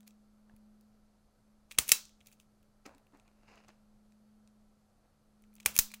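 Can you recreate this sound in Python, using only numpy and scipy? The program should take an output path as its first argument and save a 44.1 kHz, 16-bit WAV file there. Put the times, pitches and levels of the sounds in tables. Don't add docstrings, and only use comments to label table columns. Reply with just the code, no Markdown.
import sys
import numpy as np
from scipy import signal
from scipy.io import wavfile
from scipy.ndimage import uniform_filter1d

SR = 44100
rng = np.random.default_rng(int(sys.argv[2]) if len(sys.argv) > 2 else 0)


def attenuation_scalar(level_db):
    decades = np.asarray(level_db, float) / 20
    return 10 ** decades


def file_out(sig):
    cols = np.atleast_2d(sig).T
    lim = np.clip(cols, -1, 1)
    pcm = np.round(lim * 32767).astype(np.int16)
    wavfile.write(sys.argv[1], SR, pcm)


N = 264600

# start_s, peak_db, frame_db, blades_db
SLAM = [
    (1.9183, -1.5, -8.5, -1),
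    (5.7895, -4, -13, -0.5),
]
# delay_ms, level_db, contact_ms
REBOUNDS = [
    (0, -0.5, .8),
    (1.15, -10, 2.5),
    (4.7, -18.5, 3.3),
]
# start_s, peak_db, frame_db, blades_db, contact_ms
LATCH = [
    (1.7856, -17, 7.5, -1.5, 0.5),
    (1.7866, -10, -2.5, 1, 1.1),
    (5.6594, -36, -33, 21.5, 1.1),
    (5.6603, -9.5, -10.5, -4, 0.84),
]
# start_s, peak_db, frame_db, blades_db, contact_ms
BOUNCES = [(1.7788, -39.5, 4, -20, 0.33), (1.7836, -35.5, 4.5, -6, .8), (1.7932, -26, -15.5, -1, 1.3),
           (1.7975, -37, -2.5, -5, 0.97), (1.88, -33.5, -9, 2, 1), (1.8888, -26, -14, 1, .7),
           (1.8904, -21.5, -5.5, 2, 1.7), (1.907, -36, -8, 2, 1.1), (5.6515, -53, -8, -9, 0.84),
           (5.6630, -28.5, -5, 4, 1.9), (5.6668, -30, -20, -1, 0.84), (5.742, -47, -5, 7, .8),
           (5.7542, -40, -10, 5, 1.1), (5.7637, -26.5, -5.5, 3.5, 1.76), (5.7783, -25.5, -14, 2, 0.73),
           (5.7806, -41, -13, 1.5, 1.1)]
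# start_s, peak_db, frame_db, blades_db
RATTLE = [(1.7115, -39.5, 0.5, -9), (1.7208, -43.5, -3, -4.5), (1.7491, -62, 5, -1.5),
          (2.0526, -46, -14, -14), (2.0834, -69, -15.5, 2.5), (2.0922, -59, -0.5, -8),
          (5.5376, -69, -7.5, 8), (5.5535, -60, -7, 7.5), (5.5632, -56.5, -4, -11),
          (5.58, -69.5, 12.5, -17), (5.6007, -48, 0, -6), (5.627, -58, 2, -7.5), (5.9039, -63, -4, -5),
          (5.9159, -48.5, -10.5, -1), (5.9392, -41.5, 2, 1), (5.9444, -48.5, -9, -2)]
# start_s, peak_db, frame_db, blades_db
TICKS = [(0.0053, -60, 3.5, 2.5), (0.0302, -64, 3, -20), (0.0729, -64, 7, 6), (0.0773, -47.5, -6.5, -1),
         (0.1074, -58.5, -1.5, -14), (0.5642, -66.5, -4, 9), (0.81, -62, -17, 0.5), (2.2051, -58, 2, -17),
         (2.2109, -62, 10, -16), (2.2603, -54.5, -13, -12), (2.2698, -47, -21, 1),
         (2.2837, -68.5, -15, -9.5), (2.3156, -64.5, 3.5, 9), (2.3254, -52, -2.5, -10.5),
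         (2.3287, -54, -13, -5), (2.3995, -54, 1.5, -7), (2.6285, -69, 0, 4), (2.9483, -56, -9, -16),
         (2.9809, -59.5, -2.5, -1), (3.0682, -68, 8, -2), (3.1713, -65, -2, -4), (3.1977, -58, -2, -17),
         (3.2792, -64, 2, -14), (3.5566, -57.5, -2, -9), (3.6834, -52.5, -7, -13.5), (3.7018, -70, 9, -18),
         (4.1212, -64, 3.5, -8), (4.4744, -56, -13, -19), (5.4215, -71, -5.5, 11), (5.4381, -66.5, 10, -15)]
# start_s, peak_db, frame_db, blades_db, contact_ms
KNOCKS = [(.4969, -76, 8, -20, 1.3), (.5381, -76, -7, -25, 0.75), (2.8552, -59.5, 4, -13, 1.6),
          (2.860, -50, -14.5, -7.5, 2.2), (2.8635, -48.5, -10.5, -8, 1.7), (3.1227, -73.5, 7.5, -16.5, 1.3),
          (3.135, -79.5, -12, -30, 4), (3.1456, -70, 9, -23, .9), (3.5776, -65.5, 16, -15, 1),
          (3.6385, -72, 3.5, -10, 1.1), (3.6687, -76, 6, -6, 0.87), (3.681, -62, -5.5, -15.5, 2.0)]
# peak_s, rise_s, fall_s, level_db
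SCRAPE_SWELLS = [(.066, 0.0027, 0.035, -71.5), (1.714, 0.018, 0.043, -65), (1.785, 0.011, 0.00069, -59),
                 (1.896, 0.034, .025, -40.5), (1.9175, 0.022, 0.00084, -42.5), (2.23, 0.053, 0.0038, -80),
                 (2.272, 0.027, .037, -64.5), (2.33, .03, 0.023, -67.5), (2.398, .003, .035, -67.5),
                 (5.652, .001, .03, -52), (5.766, 0.031, 0.02, -43), (5.788, .045, .001, -57)]

# centre_hz, width_hz, level_db
JAWS = [(3970, 980, -1.5), (6130, 1100, 1), (6950, 430, 2.5), (7540, 320, 1.5), (8705, 500, 1.5)]
GRIPS = [(258.7, 340, -13), (523, 280, -5), (786, 220, -7), (1320, 380, -2)]
FRAME = [(1700, 300, -10), (2150, 310, -1), (2585, 390, 2.5), (3404, 600, -2), (4038, 310, -2)]
BLADES = [(9160, 230, 1.5), (10680, 900, 0.5), (12950, 920, -2), (14670, 1200, -1), (15600, 670, -3)]
# low_hz, high_hz
PART_RANGES = [(4000, 9000), (120, 1500), (1500, 4000), (9000, 17000)]
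# mode_hz, level_db, t60_s
STEEL_MODES = [(2600, -5, .1), (2660, -3, .14), (3235, -3, .13), (3900, -4, .14), (3960, -4, .14),
               (5850, -4, .08), (7700, -3, .07), (10700, -4, .05), (12650, -3, .07)]
# mode_hz, level_db, t60_s
LEVER_MODES = [(850, -14, 0.044), (1213.8, -6.5, 0.066), (2080, 0, 0.063), (2420, -6.5, 0.045),
               (3100, -7, .06), (4377, -3, .05)]

# mode_hz, level_db, t60_s
PAWL_MODES = [(1177, -15, 0.029), (2400, 1.5, 0.018), (2143, -6.5, 0.013), (4240, -2, .014),
              (6905, -1, 0.0061), (7700, -7.5, 0.0096), (9450, -5, .007)]
# start_s, level_db
CLACKS = [(.067, -69), (0.077, -58), (.565, -72), (1.7113, -46), (1.746, -61), (2.261, -65), (2.285, -62.5),
          (3.278, -68), (5.531, -70), (5.6005, -54), (5.6605, -17.5), (5.7644, -38), (5.904, -57),
          (5.916, -50), (5.939, -40)]

# peak_s, rise_s, fall_s, level_db, brightness_db
DRAG_SWELLS = [
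    (.49, 0.038, 0.18, -76, -24),
    (2.86, 0.0071, 0.014, -50, 0.5),
    (2.875, 0.011, 0.14, -58, -19.5),
    (3.138, .012, 0.11, -63.5, -16.5),
    (3.272, 0.044, 0.055, -69.5, -9),
    (3.435, 0.054, 0.22, -78, -13),
    (3.482, 0.02, 0.24, -62, -3.5),
    (3.575, .2, 0.057, -63, -4.5),
    (3.684, 0.0065, 0.045, -60, -5.5),
    (5.064, .1, 0.032, -74, -19),
]
# peak_s, rise_s, fall_s, level_db
SHUDDER_SWELLS = [
    (1.778, 0.0016, 0.12, -53),
    (1.90, .05, .003, -57.5),
    (5.654, .002, 0.21, -56),
]
# centre_hz, width_hz, level_db
SHEATH = [(295, 420, -2), (755, 500, 2), (1340, 790, -4.5)]
GRIT = [(1926, 1220, 0.5), (2790, 400, 8), (4030, 560, -5), (5130, 410, 2), (6600, 650, -6)]
COIL = [(91, 27, 3.5), (198.3, 130, 0), (331.4, 250, -6), (510, 450, -3.5)]

THUMP_S = [1.7868, 1.790, 1.918, 5.662, 5.7886, 2.862, 2.95, .538, .4965, 3.134, 1.919, 5.7886, .538]
# peak_db, pitch_hz, t60_s, direction
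THUMPS = [(-31.5, 61, 0.0061, -1), (-35, 59, 0.067, 1), (-33, 130, .006, 1), (-45, 57, 0.15, 1),
          (-23.5, 12, 0.038, 1), (-48, 290, 0.089, 1), (-56.5, 278, 0.11, 1), (-47.5, 58, 0.032, 1),
          (-53, 1690, 0.014, 1), (-54.5, 279, 0.11, 1), (-43.5, 65, 0.07, 1), (-33.5, 6.5, 0.22, -1),
          (-61, 890, 0.023, 1)]

# time_s, level_db
HUM_LEVELS = [(0, -60.5), (.3, -66.5), (.67, -61), (1.2, -73), (1.35, -78.5), (1.5, -67), (1.7, -73),
              (2.0, -70), (2.7, -72), (3.0, -75), (3.5, -69), (4.35, -64), (4.6, -66), (4.85, -73),
              (5.1, -79.5), (5.45, -64), (5.75, -62), (6, -61.5)]
HUM_HZ = 212
# pitch_hz, density_db_per_hz
AIR_SPECTRUM = [(10, 1.5), (25, 5), (45, -6.5), (110, -7.5), (170, -12.5), (270, -16), (450, -17),
                (650, -14.5), (900, -23.5), (1330, -22.5), (1600, -29.5), (3100, -35), (12200, -36),
                (16000, -58)]
AIR_DB = -69.5
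# centre_hz, width_hz, level_db
VENT = [(1327, 40, -90.5), (4420, 780, -91), (6230, 150, -99.5)]
# low_hz, high_hz, level_db, t60_s
ROOM_TAIL = [(150, 910, -26, .22), (885, 1700, -25, 0.28), (1940, 3200, -27, 0.2), (3280, 6800, -32, 0.36),
             (4992, 8300, -25.5, .2), (7500, 10500, -26.5, 0.15), (10800, 20000, -23.5, 0.19),
             (13300, 17000, -24, .15)]


def stripper():
    slam_drive = slam()
    latch_drive = contacts(LATCH, rise=0.87, grit_db=2.0, grips_db=-9.5)
    small_drive = loose_parts() + scrape()
    knock_drive = contacts(KNOCKS, rise=0.11, grit_db=-4.0, grips_db=8)
    drive = slam_drive + latch_drive + small_drive + knock_drive
    click = 0
    for part_drive, peaks, edges_hz in zip(drive, (JAWS, GRIPS, FRAME, BLADES), PART_RANGES):
        click = click + band(body(part_drive, peaks), *edges_hz)
    steel = ring(slam_drive[2] + attenuation_scalar(-11) * small_drive[0], STEEL_MODES)
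    lever = ring(latch_drive[2], LEVER_MODES)
    return click + attenuation_scalar(-35.0) * steel + attenuation_scalar(-41.0) * lever


def slam():
    blows = []
    for start_s, db, frame_db, blades_db in SLAM:
        for delay_ms, fall_db, contact_ms in REBOUNDS:
            blows.append((start_s + delay_ms / 1000, db + fall_db, frame_db, blades_db, contact_ms))
    return contacts(blows, rise=0.055, grit_db=2.5, grips_db=-14.5)


def loose_parts():
    bounces = contacts(BOUNCES, rise=0.43, grit_db=6.0, grips_db=-14)
    rattle = contacts(RATTLE, rise=0.43, grit_db=8.0, grips_db=-15.5, ms=2.1)
    ticks = contacts(TICKS, rise=0.5, grit_db=4.5, grips_db=-12, ms=1.1)
    return bounces + rattle + ticks


def scrape():
    grain_db = 3.0 * rng.exponential(size=N) + 3.0 * walk(370)
    grind = level(rng.standard_normal(N) * attenuation_scalar(grain_db), 0)
    part_db = np.array([[-1], [-22], [-3], [-1]])
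    return swells(SCRAPE_SWELLS) * grind * attenuation_scalar(part_db)


def contacts(events, rise, grit_db, grips_db, ms=1.1):
    size = 1200
    t = np.arange(size) / SR
    drive = np.zeros((4, N + size))
    for start_s, db, frame_db, blades_db, *own_ms in events:
        chance = rng.random((2, size))
        flurry = np.sign(chance[0] - 0.5) * attenuation_scalar(-grit_db * np.log(1 - chance[1]))
        tau_s = max(own_ms[0] if own_ms else ms, 0.2) / 1000
        rise_s = rise * tau_s
        flurry *= np.clip(t / rise_s, 0, 1) ** 2 * np.exp(-np.maximum(t - rise_s, 0) / tau_s)
        flurry /= np.sqrt(np.sum(flurry ** 2) / (tau_s * SR * (0.5 + rise / 5)))
        part_db = np.array([[0], [grips_db + frame_db / 2], [frame_db], [blades_db]])
        i = int(start_s * SR) - 26
        drive[:, i:i + size] += attenuation_scalar(db + part_db) * flurry
    return drive[:, :N]


def pawl():
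    taps = np.zeros(N)
    for start_s, db in CLACKS:
        taps[int(start_s * SR)] = attenuation_scalar(db)
    return band(ring(taps, PAWL_MODES), 930, 13000)


def cable():
    grain_db = 3.6 * rng.exponential(size=N) + 4.0 * walk(160)
    grains = rng.standard_normal(N) * attenuation_scalar(grain_db)
    dull = level(body(grains, SHEATH), 0)
    bright = level(band(body(grains, GRIT), 930, 8500), 0)
    coil = level(band(body(grains, COIL), 40, 900), 0)
    slide = swells(DRAG_SWELLS) * dull + swells(DRAG_SWELLS, bright=True) * bright
    return slide + swells(SHUDDER_SWELLS) * coil


def thumps():
    size = 13000
    t = np.arange(size) / SR
    out = np.zeros(N + size)
    for start_s, (db, hz, t60_s, direction) in zip(THUMP_S, THUMPS):
        decay = np.exp(-np.log(1000) * t / t60_s)
        swing = np.cos(2 * np.pi * hz * t) * decay * np.minimum(t / 0.0015, 1)
        i = int(start_s * SR)
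        out[i:i + size] += np.sign(direction) * attenuation_scalar(db) * swing
    return out[:N]


def room(x, gap_s=0.0026, bloom_s=0.0011):
    out = 0
    for low_hz, high_hz, db, t60_s in ROOM_TAIL:
        energy = np.pad(band(x, low_hz, high_hz) ** 2, (int(gap_s * SR), 0))[:N]
        bloom_keep = np.exp(-1 / (bloom_s * SR))
        decay_keep = np.exp(-np.log(1e6) / (t60_s * SR))
        for keep in (bloom_keep, decay_keep):
            energy = signal.lfilter([1], [1, -keep], energy)
        energy = energy / (bloom_s * SR * SR / 1000)
        noise = level(band(rng.standard_normal(N), low_hz, high_hz), db)
        out = out + np.sqrt(energy) * noise
    return out


def room_tone():
    return hum() + air() + vent()


def hum():
    t = np.arange(N) / SR
    hz = HUM_HZ + 1.3 * walk(5)
    gain = np.sqrt(2) * attenuation_scalar(np.interp(t, *np.transpose(HUM_LEVELS)))
    return gain * np.sin(2 * np.pi * np.cumsum(hz) / SR)


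def air():
    out = 0
    knot_hz, knot_db = np.transpose(AIR_SPECTRUM)
    for hz in 14.3 * 2 ** np.arange(0, 10.1, 1 / 3):
        db = np.interp(np.log(hz), np.log(knot_hz), knot_db) + 10 * np.log10(hz)
        gain = attenuation_scalar(db + 0.8 * walk(6))
        out = out + gain * level(band(rng.standard_normal(N), hz / 1.13, hz * 1.13), 0)
    out = band(out, 3.9, 15000) + attenuation_scalar(-30.5) * out
    return level(out, AIR_DB)


def vent():
    return sum(level(body(rng.standard_normal(N), [(hz, width_hz, 0)]), db) for hz, width_hz, db in VENT)


def level(x, db):
    return x * attenuation_scalar(db) / np.sqrt(np.mean(x ** 2))


def band(x, low_hz, high_hz):
    return signal.sosfilt(signal.butter(2, [low_hz, high_hz], "bandpass", fs=SR, output="sos"), x)


def body(x, peaks):
    out, power = 0, 0
    for k, (hz, width_hz, db) in enumerate(peaks):
        b, a = signal.iirpeak(hz, hz / width_hz, fs=SR)
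        out = out + (-1) ** k * attenuation_scalar(db) * signal.lfilter(b, a, x)
        power += attenuation_scalar(db) ** 2 * np.pi * width_hz / SR
    return out / np.sqrt(power)


def ring(x, modes):
    out = 0
    for hz, db, t60_s in modes:
        r = np.exp(-np.log(1000) / (t60_s * SR))
        w = 2 * np.pi * hz / SR
        out = out + attenuation_scalar(db) * signal.lfilter([np.sin(w)], [1, -2 * r * np.cos(w), r * r], x)
    return out


def walk(rate_hz):
    k = int(SR / rate_hz)
    steps = np.repeat(rng.standard_normal(N // k + 1), k)
    return 0.58 * uniform_filter1d(uniform_filter1d(steps, k), k)[:N]


def swells(rows, bright=False):
    t, power = np.arange(N) / SR, 0
    for peak_s, rise_s, fall_s, db, *tone_db in rows:
        slope = np.where(t < peak_s, (peak_s - t) / max(rise_s, 1e-3), (t - peak_s) / max(fall_s, 1e-3))
        power = power + attenuation_scalar(db + bright * sum(tone_db) - 20 * np.minimum(slope, 10)) ** 2
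    return np.sqrt(power)


def scene():
    near = stripper() + pawl() + cable()
    return (near + room(near) + thumps() + room_tone())[None]


def low_pass(x):
    return signal.sosfilt(signal.butter(12, 17070, fs=SR, output="sos"), x)


def record(dry):
    rounded = 1.3 * np.tanh(dry / 1.3)
    top_cut = signal.ellip(8, 0.3, 60, 16000, fs=SR, output="sos")
    mix = signal.sosfilt(top_cut, rounded)
    return low_pass(mix)


dry = scene()
out = record(dry)
file_out(out)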